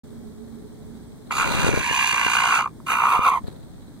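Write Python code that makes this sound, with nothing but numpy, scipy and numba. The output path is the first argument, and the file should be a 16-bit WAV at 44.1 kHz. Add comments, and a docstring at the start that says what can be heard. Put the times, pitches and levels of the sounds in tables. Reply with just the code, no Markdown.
"""Rooster growling in a quiet garden

A close rooster growls twice: its syrinx flaps about 60 times a second, and each flap gives a short
squeak and a puff of rough air that rings the throat resonances. A hand turns the camera during the first
growl, with rubbing and soft knocks, and touches it again later. Far traffic hums; an insect throbs."""
import sys
import numpy as np
from scipy import signal
from scipy.fft import rfft, irfft
from scipy.io import wavfile
from scipy.ndimage import uniform_filter1d
from numba import njit

SR = 44100
rng = np.random.default_rng(int(sys.argv[2]) if len(sys.argv) > 2 else 0)


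def int16_out(signal):
    """Quantize to a 16-bit WAV file."""
    q = np.round(np.clip(np.atleast_2d(signal).T, -1, 1) * 32767)
    wavfile.write(sys.argv[1], SR, q.astype(np.int16))


N = 176400
T = np.arange(N) / SR


def undb(db):
    """dB to gain."""
    return 10 ** (np.asarray(db) / 20)


def unit(x):
    """Scale to rms 1."""
    return x / np.sqrt(np.mean(x ** 2))


def curve(rows, column=1):
    """Table column, interpolated over time."""
    rows = np.array(rows, float)
    return np.interp(T, rows[:, 0], rows[:, column])


def by_frequency(points):
    """(f/Hz, value) points, interpolated over log f onto the FFT bins."""
    hz, value = np.array(points, float).T
    return np.interp(np.log(np.arange(N // 2 + 1) * SR / N + 1), np.log(hz), value)


def noise(colour=None):
    """Noise of rms 1, white or shaped by (f/Hz, level/dB) points."""
    x = rng.standard_normal(N)
    return x if colour is None else unit(irfft(rfft(x) * undb(by_frequency(colour)), N))


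def walk(rate_hz):
    """Smooth random wander, rms 1."""
    hold = int(SR / rate_hz)
    steps = np.repeat(rng.standard_normal(N // hold + 1), hold)
    return unit(uniform_filter1d(uniform_filter1d(steps, hold), hold)[:N])


@njit
def svf(x, hz, width_hz):
    """State-variable band-pass, moving centre and width."""
    y, band, low = np.empty(len(x)), 0., 0.
    for i in range(len(x)):
        g, damping = np.tan(np.pi * hz[i] / SR), width_hz[i] / hz[i]
        v = (band + g * (x[i] - low)) / (1 + g * (g + damping))
        band, low, y[i] = 2 * v - band, low + 2 * g * v, damping * v
    return y


def resonate(x, hz, width_hz):
    """Steep resonance: three band-passes in series, each width_hz wide."""
    for _ in range(3):
        x = svf(x, hz * np.ones(N), width_hz * np.ones(N))
    return x


def pan(x, balance_db):
    """Stereo by level, left minus right."""
    return x * undb(np.vstack([balance_db, -balance_db]) / 2)


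def ports(x, lead_rad, balance_db):
    """Stereo at two microphone ports: left's lead in phase and level."""
    left, right = pan(rfft(x), balance_db)
    return irfft(np.array([left, right * np.exp(-1j * lead_rad)]), N)


def traffic(fade_db_per_s=6):
    """Far traffic: a wide, gently swelling noise bed and one fading engine hum."""
    # bed spectra, in phase and opposed between the ports: f/Hz, level/dB
    mid_colour = [(18, -51), (30, -8), (144, -4), (243, -2.5), (400, -12), (479, -17), (1680, -31),
                  (2300, -37), (2620, -80), (3230, -35.5), (5450, -40), (8280, -39), (15500, -44)]
    side_colour = [(18, -32), (30, 4.5), (85, -7), (156, -10.5), (237, -5.5), (808, -37), (8280, -40.5),
                   (15500, -45)]
    # engine bands: f/Hz, width/Hz, initial level/dB
    engine_bands = [(228.1, 12.4, -44.5), (424.3, 28.7, -50)]
    mid = noise(mid_colour) * undb(-45.2 + 0.7 * walk(6.78))
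    side = noise(side_colour) * undb(-45 + 0.7 * walk(5.76))
    hum = sum(unit(resonate(noise(), hz, width)) * undb(db) for hz, width, db in engine_bands)
    hum *= undb(-fade_db_per_s * T)
    return np.array([mid + side, mid - side]) + ports(hum, lead_rad=-1.51, balance_db=-11)


def insect(throb_hz=18, depth_db=3, level_db=-73):
    """A high, narrow noise band throbbing at an unsteady rate."""
    throb = np.sin(2 * np.pi * np.cumsum(throb_hz * (1 + 0.083 * walk(2.8))) / SR)
    shrill = resonate(noise(), hz=8430, width_hz=510) * undb(depth_db * throb)
    return pan(unit(shrill) * undb(level_db), balance_db=-10)


def handling(knock_band_hz=(70.5, 1680), ring_db=-12.5):
    """A hand on the camera: short pushes ring the hollow case; rubbing rumbles and scrapes."""
    # pushes: t/s, peak before filtering/dB, time constant/ms
    pushes = [(1.55, -8.5, 1.3), (1.646, -5, 0.75), (1.667, -4.5, 0.28), (1.6915, -1, 0.45),
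              (1.735, -5.5, 0.52), (1.7416, -4, 0.73), (1.776, -3.5, 0.39), (1.9113, -10, 0.55),
              (2.134, -18, 0.58), (2.2644, -10, 0.48), (3.192, -7.5, 0.64), (3.443, -12.5, 2.3),
              (3.483, -13, 1.14)]
    # rubbing: t/s, rumble/dB, scrape/dB
    rub = [(1.22, -54, -64), (1.40, -33, -43), (1.48, -25.5, -31), (1.58, -27, -31), (1.68, -22.5, -31.5),
           (1.71, -25, -62), (1.79, -27, -34), (1.85, -44, -66), (1.92, -39, -66), (2.08, -53, -77),
           (3.41, -69, -66), (3.455, -38, -59), (3.472, -47, -46.5), (3.54, -42.5, -57.5), (4, -63, -62)]
    # rubbing spectra: f/Hz, level/dB
    rumble_colour = [(70, -5), (170, 0.5), (300, -8.5), (550, -10), (1000, -25), (2500, -62)]
    scrape_colour = [(300, 0), (800, 11), (1600, 7), (2800, -5.5), (4000, 10), (5500, -15), (8000, -3.5),
                     (15000, -14.5)]
    # case motion at the ports, nearly opposed in the bass: f/Hz, left lead/rad
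    case_phase = [(150, -3), (400, -2), (1000, -1.1)]
    force = sum(undb(db) * np.exp(-np.abs(T - at_s) * 1000 / ms) for at_s, db, ms in pushes)
    knocks = signal.sosfilt(signal.butter(1, knock_band_hz, "band", fs=SR, output="sos"), force)
    for _ in range(2):
        knocks = knocks + undb(ring_db) * resonate(knocks, hz=473, width_hz=400)
    rumble = noise(rumble_colour) * undb(curve(rub, 1))
    scrape = np.array([unit(noise(scrape_colour) * undb(4.5 * walk(330))) for _ in range(2)])
    scrape *= undb(curve(rub, 2))
    return ports(knocks + rumble, by_frequency(case_phase), balance_db=3) + pan(scrape, balance_db=0.51)


def syrinx(flap_rate, depth_db, peak_cycles=0.31, jitter_cycles=0.012, sharpness=1.45):
    """Flapping airflow gate in dB: 0 open, -depth_db shut."""
    cycles = np.cumsum(curve(flap_rate) * (T >= flap_rate[0][0])) / SR + jitter_cycles * walk(50)
    opening = np.abs(np.cos(np.pi * (cycles - peak_cycles))) ** (2 * sharpness)
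    return depth_db * (opening - 1)


def puffs(flap_db):
    """Rough air, one puff per flap."""
    return noise() * undb(flap_db)


def squeak(flap_db, jitter=0.06, overtone_step_db=-12, gate_power=2.17):
    """A few unsteady, spiky cycles of a shrill tone per flap."""
    # tone: t/s, f/Hz, relative level/dB
    track = [(1.42, 1052, -1), (1.6, 1046, -24), (1.9, 990, 6.5), (2.2, 1089, 8), (2.4, 1114, 0.5),
             (2.58, 1162, -8), (2.68, 1093, -4), (3.0, 1130, -2), (3.28, 1185, 6.5), (3.39, 991.3, 3.5)]
    phase = 2 * np.pi * np.cumsum(curve(track, 1) * (1 + jitter * walk(450))) / SR
    tone = -sum(undb(k * overtone_step_db) * np.cos((k + 1) * phase) for k in range(4))
    return unit(tone) * undb(curve(track, 2) + gate_power * flap_db)


def throat(flap_db, first_hz, second_hz, width_hz, edge_hz=700):
    """Puffs ring two moving resonances, a lower skirt and, weakly, the chest; squeak added after."""
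    body = resonate(puffs(flap_db), first_hz, width_hz)
    body += undb(1) * resonate(puffs(flap_db), second_hz, width_hz)
    skirt = undb(-10.5) * resonate(puffs(flap_db), hz=795, width_hz=350)
    body = signal.sosfilt(signal.butter(4, edge_hz, "high", fs=SR, output="sos"), body + skirt)
    chest = undb(-22.5) * resonate(puffs(flap_db), hz=478, width_hz=244)
    return body + chest + undb(-23) * squeak(flap_db)


def windpipe(flap_db, throat_hz, follow_power=0.058, waver=0.02, gate_power=0.82):
    """Puffs ring three wavering resonances that slightly follow the throat."""
    # resonances: f/Hz, width/Hz, level/dB
    modes = [(2047, 190, -5.5), (2430, 490, -4), (2769, 267, -1)]
    stretch = (throat_hz / 1500) ** follow_power * (1 + waver * walk(17))
    return sum(undb(db) * resonate(puffs(gate_power * flap_db), hz * stretch, width)
               for hz, width, db in modes)


def beak(rasp_colour, notch_hz=7200, notch_width_hz=440):
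    """Hiss with a notch and two resonances that shift as the beak opens and closes."""
    # base resonance: t/s, f/Hz
    base = [(1.4, 6700), (1.5, 6330), (2.0, 6260), (2.22, 6140), (2.33, 6500), (3.1, 6250), (3.33, 6450)]
    # resonances: ratio to base, width/Hz, level/dB
    modes = [(0.998, 536, -4.5), (1.21, 550, -14.5)]
    # notch: t/s, depth/0-1
    notch_depth = [(2.22, 0.6), (2.3, .95), (2.6, 1), (3.0, 0), (3.2, 1)]
    hiss = noise(rasp_colour)
    hiss += sum(undb(db) * unit(resonate(noise(), curve(base) * ratio, width))
                for ratio, width, db in modes)
    return hiss - curve(notch_depth) * svf(hiss, notch_hz * np.ones(N), notch_width_hz * np.ones(N))


def from_bird(band, level_db, diffuse=0, flicker_db=1.24):
    """One voice band at the ports, held to its level curve with a slight flicker."""
    # bird's direction: f/Hz, left lead/rad
    lead = [(900, -0.58), (1500, 0.75), (2000, -2), (2500, -2), (3530, -7), (6400, -8), (7920, -8.5),
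            (15700, -24.5)]
    # f/Hz, left minus right/dB
    balance = [(700, -7.5), (1290, 0), (2380, -4), (4400, -1.5), (6200, -9), (15000, -17)]
    pair = ports(band, by_frequency(lead), by_frequency(balance)) + diffuse
    power = uniform_filter1d(pair.mean(0) ** 2, SR // 58)  # over about one flap
    return pair / np.sqrt(np.abs(power) + 1e-12) * undb(level_db + flicker_db * walk(60))


def growl(flap_rate, levels, shape, rasp_colour, diffuse_db=-11):
    """The syrinx pulses air through throat, windpipe and beak."""
    first_hz, second_hz, width_hz, depth_db = (curve(shape, k) for k in (1, 2, 3, 4))
    body_db, pipe_db, hiss_db = (curve(levels, k) for k in (1, 2, 3))
    flap_db = syrinx(flap_rate, depth_db)
    body = throat(flap_db, first_hz, second_hz, width_hz)
    pipe = windpipe(flap_db, second_hz)
    sputter = undb(0.32 * flap_db + 2 * walk(500))
    hiss = beak(rasp_colour) * sputter
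    diffuse = undb(diffuse_db) * np.array([noise(rasp_colour), noise(rasp_colour)]) * sputter
    sounding = (T > levels[0][0]) & (T < levels[-1][0])
    return sounding * (from_bird(body, body_db) + from_bird(pipe, pipe_db)
                       + from_bird(hiss, hiss_db, diffuse))


def throat_catch(at_s=2.803, half_width_s=0.0019):
    """One faint puff through the throat before the second growl."""
    puff = noise() * np.exp(-((T - at_s) / half_width_s) ** 2)
    return resonate(puff, hz=970, width_hz=540) * undb(-21.5)


def rooster(echo_db=-14, echo_t60_s=0.089):
    """Two growls and a catch, with faint scatter from ground and bushes."""
    # One list per growl in each table. Syrinx: t/s, flap rate/Hz
    flap_rates = [
        [(1.305, 69.4), (1.42, 66.2), (1.55, 62.5), (1.75, 60.9), (1.98, 60.8), (2.15, 58.0), (2.42, 58.0),
         (2.55, 60.1), (2.69, 56.1)],
        [(2.862, 56.5), (2.96, 60.3), (3.03, 59.5), (3.09, 59.1), (3.16, 58.4), (3.24, 65.1), (3.31, 54.5),
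         (3.39, 57.8)],
    ]
    # band levels: t/s, throat/dB, windpipe/dB, beak/dB
    levels = [
        [(1.304, -47, -66, -77), (1.309, -21.5, -46, -50.5), (1.316, -25.5, -33.5, -39),
         (1.34, -31.5, -42.5, -37), (1.385, -23.5, -33, -34.5), (1.425, -22.5, -34, -37.5),
         (1.47, -29.5, -38.5, -41.5), (1.68, -27, -33, -36), (1.72, -33.5, -37.5, -40), (2.0, -26, -29, -34),
         (2.17, -24.5, -31, -36), (2.37, -22, -31, -35), (2.585, -20, -32, -36), (2.652, -27.5, -46, -53),
         (2.664, -25, -44, -67), (2.68, -31, -60, -63), (2.695, -69, -63, -84)],
        [(2.858, -80, -74, -70), (2.868, -30, -43.5, -46.5), (2.905, -20.5, -31.5, -37),
         (2.985, -20.5, -36, -44.5), (3.1, -18.5, -36.5, -40), (3.16, -15, -38, -41), (3.2, -24.5, -48, -51.5),
         (3.25, -16.5, -38.5, -40), (3.285, -13, -37, -41), (3.305, -19, -40, -46.5),
         (3.379, -23.5, -57, -56.5), (3.395, -39, -64, -63)],
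    ]
    # throat: t/s, first resonance/Hz, second resonance/Hz, width/Hz, flap depth/dB
    shapes = [
        [(1.305, 1100, 1200, 332, 11), (1.4, 1040, 1366, 452, 7), (1.62, 1010, 1400, 590, 6.5),
         (1.9, 1023, 1700, 338, 6), (2.08, 1063, 1630, 340, 10), (2.36, 1063, 1474, 394, 12.5),
         (2.58, 1082, 1400, 390, 7), (2.68, 1123, 1120, 327, 20)],
        [(2.86, 1070, 1410, 386, 9.5), (3.0, 1046, 1257, 367, 9.5), (3.15, 1037, 1204, 310, 3),
         (3.28, 1085, 1222, 254, 2.5), (3.39, 980, 1025, 236, 1.5)],
    ]
    # rasp spectrum: f/Hz, level/dB
    rasp_colours = [
        [(2800, -52), (3200, -1.5), (4000, 0), (4800, -2.5), (5550, -14.5), (6500, -4.5), (7650, -6),
         (8400, -10), (11500, -13.5), (15500, -39.5)],
        [(2800, -35), (3250, -4), (3700, 5.5), (4600, 0), (5600, -13), (7700, -3.5), (11600, -4), (15500, -21)],
    ]
    voice = sum(growl(*parts) for parts in zip(flap_rates, levels, shapes, rasp_colours))
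    voice += throat_catch()
    tail_s = T[:SR // 2]
    tail = rng.standard_normal((2, len(tail_s))) * undb(-60 * tail_s / echo_t60_s)
    tail /= np.sqrt(np.sum(tail ** 2, axis=1, keepdims=True))
    return voice + undb(echo_db) * signal.fftconvolve(voice, tail, axes=1)[:, :N]


def scene():
    """Bird and hand over the garden background."""
    return rooster() + handling() + traffic() + insect()


def record(dry, start_s=0.034, fade_s=0.006, top_hz=15800):
    """Brief silence, fast fade-in, steep low-pass."""
    fade_in = np.clip((T - start_s) / fade_s, 0, 1)
    return signal.sosfilt(signal.ellip(10, .2, 80, top_hz, fs=SR, output="sos"), dry * fade_in)


dry = scene()
out = record(dry)
int16_out(out)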